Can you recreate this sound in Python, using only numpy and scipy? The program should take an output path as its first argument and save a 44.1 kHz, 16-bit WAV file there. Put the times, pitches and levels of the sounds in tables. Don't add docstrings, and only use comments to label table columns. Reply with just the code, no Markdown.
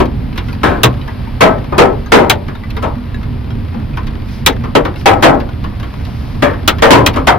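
import sys
import numpy as np
from scipy import signal
from scipy.fft import irfft, next_fast_len
from scipy.io import wavfile

SR = 44100
rng = np.random.default_rng(int(sys.argv[2]) if len(sys.argv) > 2 else 0)


def put_to_file(sound):
    columns = np.atleast_2d(sound).T
    safe = np.clip(columns, -1, 1)
    whole_steps = np.round(safe * 32767)
    wavfile.write(sys.argv[1], SR, whole_steps.astype(np.int16))


N = 325792

# f/Hz, relative level per Hz/dB
ROAD_COLOUR = [(12, -43), (20, -8), (86, -3), (138, -7), (168, -16), (243, -9.5), (274, -18), (309, -20),
               (343, -30.5), (398, -23), (428, -33.5), (490, -29), (700, -40), (910, -50), (1540, -120)]
SPRAY_COLOUR = [(410, -1), (700, -2.5), (968, 0.5), (1360, -5.5), (1800, -7.5), (2110, -7.5), (4950, -16.5),
                (7120, -39), (11800, -24), (14300, -33), (15500, -41)]
# t/s, level change/dB
WIND_BUFFETS = [(0, 5.5), (.4, 2), (2.2, -.7), (4.2, 0.7), (6.0, 0), (7.39, 3)]
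ROAD_DB = -19.5
# t/s, level/dB
SPRAY_LEVEL = [(0, -36), (1.2, -33.5), (2.6, -36.5), (4.1, -36), (5.5, -36), (6.0, -34.5), (7.39, -34.5)]
# t/s at the height of the stroke, length/s, level/dB
WIPER_STROKES = [(.503, 0.13, -45.5), (4.34, .14, -42), (5, 0.072, -41), (6.2, 0.64, -47)]
# f/Hz, relative level per Hz/dB
WIPER_COLOUR = [(800, -22), (2000, 2), (3500, 2), (5300, 4.5), (7500, -15), (11500, -6), (15000, -16)]

# f/Hz, likeness (0 to 1)
PORT_LIKENESS = [(50, .99), (150, .97), (300, .88), (550, .35), (1000, .55), (2000, .8), (4000, .6),
                 (12000, .6)]
# f/Hz, phase by which left leads/rad
LEFT_LEAD = [(60, 0.0), (150, .35), (300, .9), (560, 1.6), (760, -1.0), (1050, -1.1), (2000, -.3),
             (3300, .1), (5000, 1.0), (6500, 2.2), (13000, 1.6)]
# f/Hz, left minus right level/dB
LEFT_MINUS_RIGHT = [(40, -4.5), (100, -2.5), (220, -.5), (400, 4.5), (680, 9.0), (1250, 2.5), (2300, 0.0),
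                    (4400, 1.0), (12000, 0.0)]

# t/s, level/dB, f/Hz
BODY_THUDS = [(0.845, -3, 123.8), (2.959, -14.5, 241.6), (3.754, -16, 216.4), (5.101, -7, 100),
              (5.671, -21, 200.4), (6.931, -2.5, 112.3), (7.163, -13, 259)]
# t/s, relative level/dB, extra low body/dB
SMALL_HITS = [(0.057, -25, -25), (0.3588, -23.5, -4), (.378, -11, -8), (0.4847, -23, -1), (1.078, -19.5, 2),
              (1.724, -8, 22), (2.4834, -18, 5), (2.7055, -21.5, -26), (2.7671, -14.5, 0), (3.2304, -24, 0),
              (3.7417, -21.5, 15), (3.9724, -15, 2), (4.0696, -20.5, -7), (4.639, -15, 9), (4.8521, -8, 6),
              (5.4014, -21, -5), (5.6406, -17, 5), (5.83, -21.5, 2), (6.0523, -23.5, -37), (6.535, -22, 3),
              (6.785, -18.5, -5), (7.14, -15, 1)]
# t/s, force/dB, extra bass/dB, the struck spot's own note f/Hz
GLASS_HITS = [(.833, 7, -0.5, 1080), (2.297, 3, -12, 900), (4.462, 6.5, -7.5, 274),
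              (6.677, 3.5, -4.5, 1310), (7.062, 0.5, -13, 990)]
# t/s, force/dB, extra bass/dB, ring length factor,
# rise of the lowest sounds/s, the struck spot's own note f/Hz
METAL_HITS = [(0.0, -2, 11, 0.53, 0.0062, 990), (.632, -3, 4, 1.3, 0.0052, 1570),
              (1.406, 8, -2, 0.8, .017, 670), (1.779, 10, -1, 0.74, 0.02, 480),
              (2.119, 8.5, -0.5, 0.97, 0.0082, 240), (2.822, -6, -1, 0.66, 0.031, 960),
              (4.751, 5, 6, 0.48, 0.0032, 587), (5.057, 8, -6, 0.74, 0.0083, 790),
              (5.223, 11.5, -2.5, 0.79, 0.03, 890), (6.422, -0.5, 0, 0.78, 0.0091, 1720),
              (6.821, 5.5, -3.5, 0.91, 0.0076, 610), (6.906, 9.5, 3, 0.86, 0.0011, 950),
              (7.158, -6, -4, 0.58, 0.017, 1200), (7.269, 8.5, -16, 0.59, 0.022, 700)]

# f/Hz, relative level per Hz/dB
SMALL_COLOUR = [(80, -18), (300, 11), (600, -1), (1100, 7.5), (2000, 3.5), (3600, -2.5), (5500, -12),
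                (8000, -30), (12000, -17), (16000, -34)]
METAL_COLOUR = [(50, -37), (120, -7.5), (250, -7), (450, -1.5), (800, -8), (1200, -8), (2000, -8),
                (3200, -12), (5000, -24.5), (8000, -33), (12000, -34.5), (16000, -44)]
GLASS_COLOUR = [(50, -10), (130, 4.5), (260, 1), (500, -2), (1000, -3), (2000, -1), (3500, 2), (5000, -11),
                (8000, -8.5), (12000, -15), (16000, -82)]
SHATTER_COLOUR = [(1500, -29), (4000, 3), (6000, 8), (8500, -24), (12000, 2.5), (16000, 1)]
# f/Hz, width/Hz, boost or cut/dB
PANEL_RESONANCES = [(271.5, 58, 6), (365, 8.3, 2.5), (581, 10.7, 10.5), (770, 18, -8.5), (783, 33, 9),
                    (987, 320, 5.5), (1302, 14, 13.5)]
GLASS_RESONANCES = [(1300, 90, 3), (2400, 350, 2), (3200, 500, 3), (3900, 450, 5), (4800, 400, 3)]
# f/Hz, fade time/s
SMALL_RING_TIMES = [(150, 0.66), (1000, 0.27), (2800, 0.16), (10000, 0.1)]
METAL_RING_TIMES = [(150, 0.65), (400, 0.5), (1000, 0.4), (2800, 0.24), (7000, 0.23), (14000, 0.26)]
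GLASS_RING_TIMES = [(150, 0.18), (400, 0.24), (1000, 0.13), (2800, 0.088), (7000, 0.07), (14000, 0.037)]

PLAIN_RISE_S, TREBLE_DB_PER_HALVING = 0.0028, 1.5
CRACK_RISE_S = 0.0043
KNOCK_LENGTH, BODY_DB_PER_DOUBLING = 0.73, 30
NOTE_DB_PER_BASS_DB = 0.04


def amp(db):
    return 10 ** (np.asarray(db) / 20)


def evened(x):
    return x / np.sqrt(np.mean(x ** 2) + 1e-20)


def read(points, hz):
    f, value = np.transpose(points)
    return np.interp(np.log(hz + 1), np.log(f), value)


def follow(points):
    return np.interp(np.arange(N) / SR, *np.transpose(points))


def add(mix, s, sound):
    part = mix[:, max(round(s * SR), 0):][:, :sound.shape[1]]
    part += sound[:, :part.shape[1]]


def drift(per_s):
    knots = rng.standard_normal(4096)
    return np.interp(np.arange(N) / SR * per_s, np.arange(len(knots)), knots)


def lumps(hz, width_hz):
    knots = rng.standard_normal(1024)
    return np.interp(hz / width_hz, np.arange(len(knots)), knots)


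def bump(hz, centre, width):
    return 1 / (1 + (2 * (hz - centre) / width) ** 2)


def low_shelf(hz, corner_hz):
    return 1 / (1 + (hz / corner_hz) ** 4)


def high_shelf(hz, corner_hz):
    return hz ** 4 / (hz ** 4 + corner_hz ** 4)


def cabin_field(hz):
    shared, separate = np.exp(2j * np.pi * rng.random((2, len(hz))))
    same = np.clip(read(PORT_LIKENESS, hz), 0, 1)
    side_db = read(LEFT_MINUS_RIGHT, hz)
    right = same * shared + np.sqrt(1 - same ** 2) * separate
    right = right * np.exp(-1j * read(LEFT_LEAD, hz))
    return np.array([shared * amp(side_db / 2), right * amp(-side_db / 2)])


def steady(spectrum):
    size = next_fast_len(N, real=True)
    hz = np.fft.rfftfreq(size, 1 / SR)
    noise = irfft(cabin_field(hz) * amp(read(spectrum, hz)), size)
    return evened(noise[:, :N])


def strike(colour_db, ring, length, rise, lumpy_db=2.0, direct_hz=3500, size=32768):
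    hz, t = np.fft.rfftfreq(size, 1 / SR), np.arange(size) / SR
    modes = cabin_field(hz) * amp(colour_db(hz) + lumpy_db * lumps(hz, width_hz=65))
    modes /= irfft(modes).std()
    centres = np.transpose(ring)[0]
    out = np.zeros((2, size))
    for share, (centre, t60) in zip(np.eye(len(ring)), ring):
        band = read(np.c_[centres, share], hz)
        band_rise = max(rise, 1e-4) / (1 + (centre / direct_hz) ** 2)
        fade = np.exp(-np.log(1000) * t / max(t60 * length, .01))
        out += irfft(modes * band) * fade * np.minimum(t / band_rise, 1)
    return out


def road(lump_db=1.5):
    return steady(ROAD_COLOUR) * amp(ROAD_DB + follow(WIND_BUFFETS) + lump_db * drift(per_s=14))


def spray():
    return steady(SPRAY_COLOUR) * amp(follow(SPRAY_LEVEL))


def wipers():
    t = np.arange(N) / SR
    strokes = sum(amp(db) * np.exp(-(2 * (t - s) / length) ** 2) for s, length, db in WIPER_STROKES)
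    return steady(WIPER_COLOUR) * strokes


def patter(per_s=30, level_db=-43, spread_db=4, count=12):
    out = np.zeros((2, N))
    for _ in range(count):
        happens = rng.random(N) < per_s / count / SR
        clicks = happens * amp(spread_db * np.minimum(rng.exponential(1, N), 3))
        tick = strike(lambda hz: read(SMALL_COLOUR, hz), GLASS_RING_TIMES, length=0.29, rise=0.0033, size=8192)
        out += signal.oaconvolve(clicks[None], tick, axes=1)[:, :N]
    return amp(level_db) * evened(out)


def pellets(quietest_db=-30, range_db=4, count=20):
    out = np.zeros((2, N))
    for k, (when, size) in enumerate(rng.random((count, 2))):
        tap = strike(lambda hz: read(SMALL_COLOUR, hz), SMALL_RING_TIMES, length=0.52, rise=0.0011,
                     lumpy_db=11, size=8192)
        s = (k + when) / count * N / SR
        add(out, s, amp(quietest_db + range_db * size) * tap)
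    return out


def thuds(t60=0.4, rise=0.011):
    out, t = np.zeros((2, N)), np.arange(SR // 2) / SR
    for s, db, hz in BODY_THUDS:
        envelope = np.minimum(t / rise, 1) * np.exp(-np.log(1000) * t / t60)
        boom = np.sin(2 * np.pi * hz * t) * envelope
        add(out, s, amp(db) * np.array([boom, boom]))
    return out


def small_stones(level_db=-3, body_hz=1500):
    out = np.zeros((2, N))
    for s, hit_db, body_db in SMALL_HITS:
        def colour_db(hz):
            return read(SMALL_COLOUR, hz) + body_db * low_shelf(hz, body_hz)

        length = KNOCK_LENGTH * 2 ** (body_db / BODY_DB_PER_DOUBLING)
        knock = strike(colour_db, SMALL_RING_TIMES, length, rise=0.0057, lumpy_db=4.0, size=16384)
        add(out, s - .002, amp(hit_db + level_db) * knock)
    return out


def shatter(level_db=-9, t60=0.067):
    out = np.zeros((2, N))
    for s, force_db, *_ in GLASS_HITS:
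        spit = strike(lambda hz: read(SHATTER_COLOUR, hz), [(8000, t60)], length=1.0, rise=0.0017, size=8192)
        add(out, s, amp(force_db + level_db) * spit)
    return out


def big_stones(rows, spectrum, ring, resonances, note_t60, plain_note_db, bright_db, pan_db,
               bass_hz=380, treble_hz=1800, note_width=0.26, sustain_db=-19):
    out = np.zeros((2, N))
    sides = amp(np.array([[pan_db], [-pan_db]]) / 2)
    for s, force_db, bass_db, length, rise, note_hz in rows:
        treble_db = bright_db + TREBLE_DB_PER_HALVING * np.log2(PLAIN_RISE_S / max(rise, 1e-4))
        note_db = plain_note_db + NOTE_DB_PER_BASS_DB * bass_db
        note_width_hz = note_width * note_hz
        all_resonances = [*resonances, (note_hz, note_width_hz, note_db)]

        def colour_db(hz):
            peaks = sum(db * bump(hz, f, width) for f, width, db in all_resonances)
            tilt = bass_db * low_shelf(hz, bass_hz) + treble_db * high_shelf(hz, treble_hz)
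            return read(spectrum, hz) + peaks + tilt

        def note_only_db(hz):
            return 20 * np.log10(bump(hz, note_hz, note_width_hz) ** 2)

        blow = strike(colour_db, ring, length, rise)
        hollow = amp(sustain_db + note_db) * strike(note_only_db, [(note_hz, note_t60)], length, 2 * rise)
        add(out, s, amp(force_db) * sides * (blow + hollow))
    return out


def metal_booms():
    return big_stones(METAL_HITS, METAL_COLOUR, METAL_RING_TIMES, PANEL_RESONANCES,
                      note_t60=0.45, plain_note_db=4, bright_db=-2.1, pan_db=0.5)


def glass_cracks():
    rows = [(s, force_db, bass_db, 1, CRACK_RISE_S, note_hz) for s, force_db, bass_db, note_hz in GLASS_HITS]
    return big_stones(rows, GLASS_COLOUR, GLASS_RING_TIMES, GLASS_RESONANCES,
                      note_t60=0.23, plain_note_db=2.5, bright_db=-4.4, pan_db=0.2)


def scene():
    driving = road() + spray() + wipers()
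    light_hail = patter() + pellets() + thuds() + small_stones()
    heavy_hail = shatter() + glass_cracks() + metal_booms()
    return driving + light_hail + heavy_hail


def record(dry):
    ceiling, edge_hz = .95, 16200
    fine = signal.resample_poly(dry, 2, 1, axis=1)
    clipped = signal.resample_poly(np.clip(fine, -ceiling, ceiling), 1, 2, axis=1)
    low_pass = signal.firwin(511, edge_hz, window=("kaiser", 9), fs=SR)
    return signal.oaconvolve(clipped, low_pass[None], "same", axes=1)


dry = scene()
out = record(dry)
put_to_file(out)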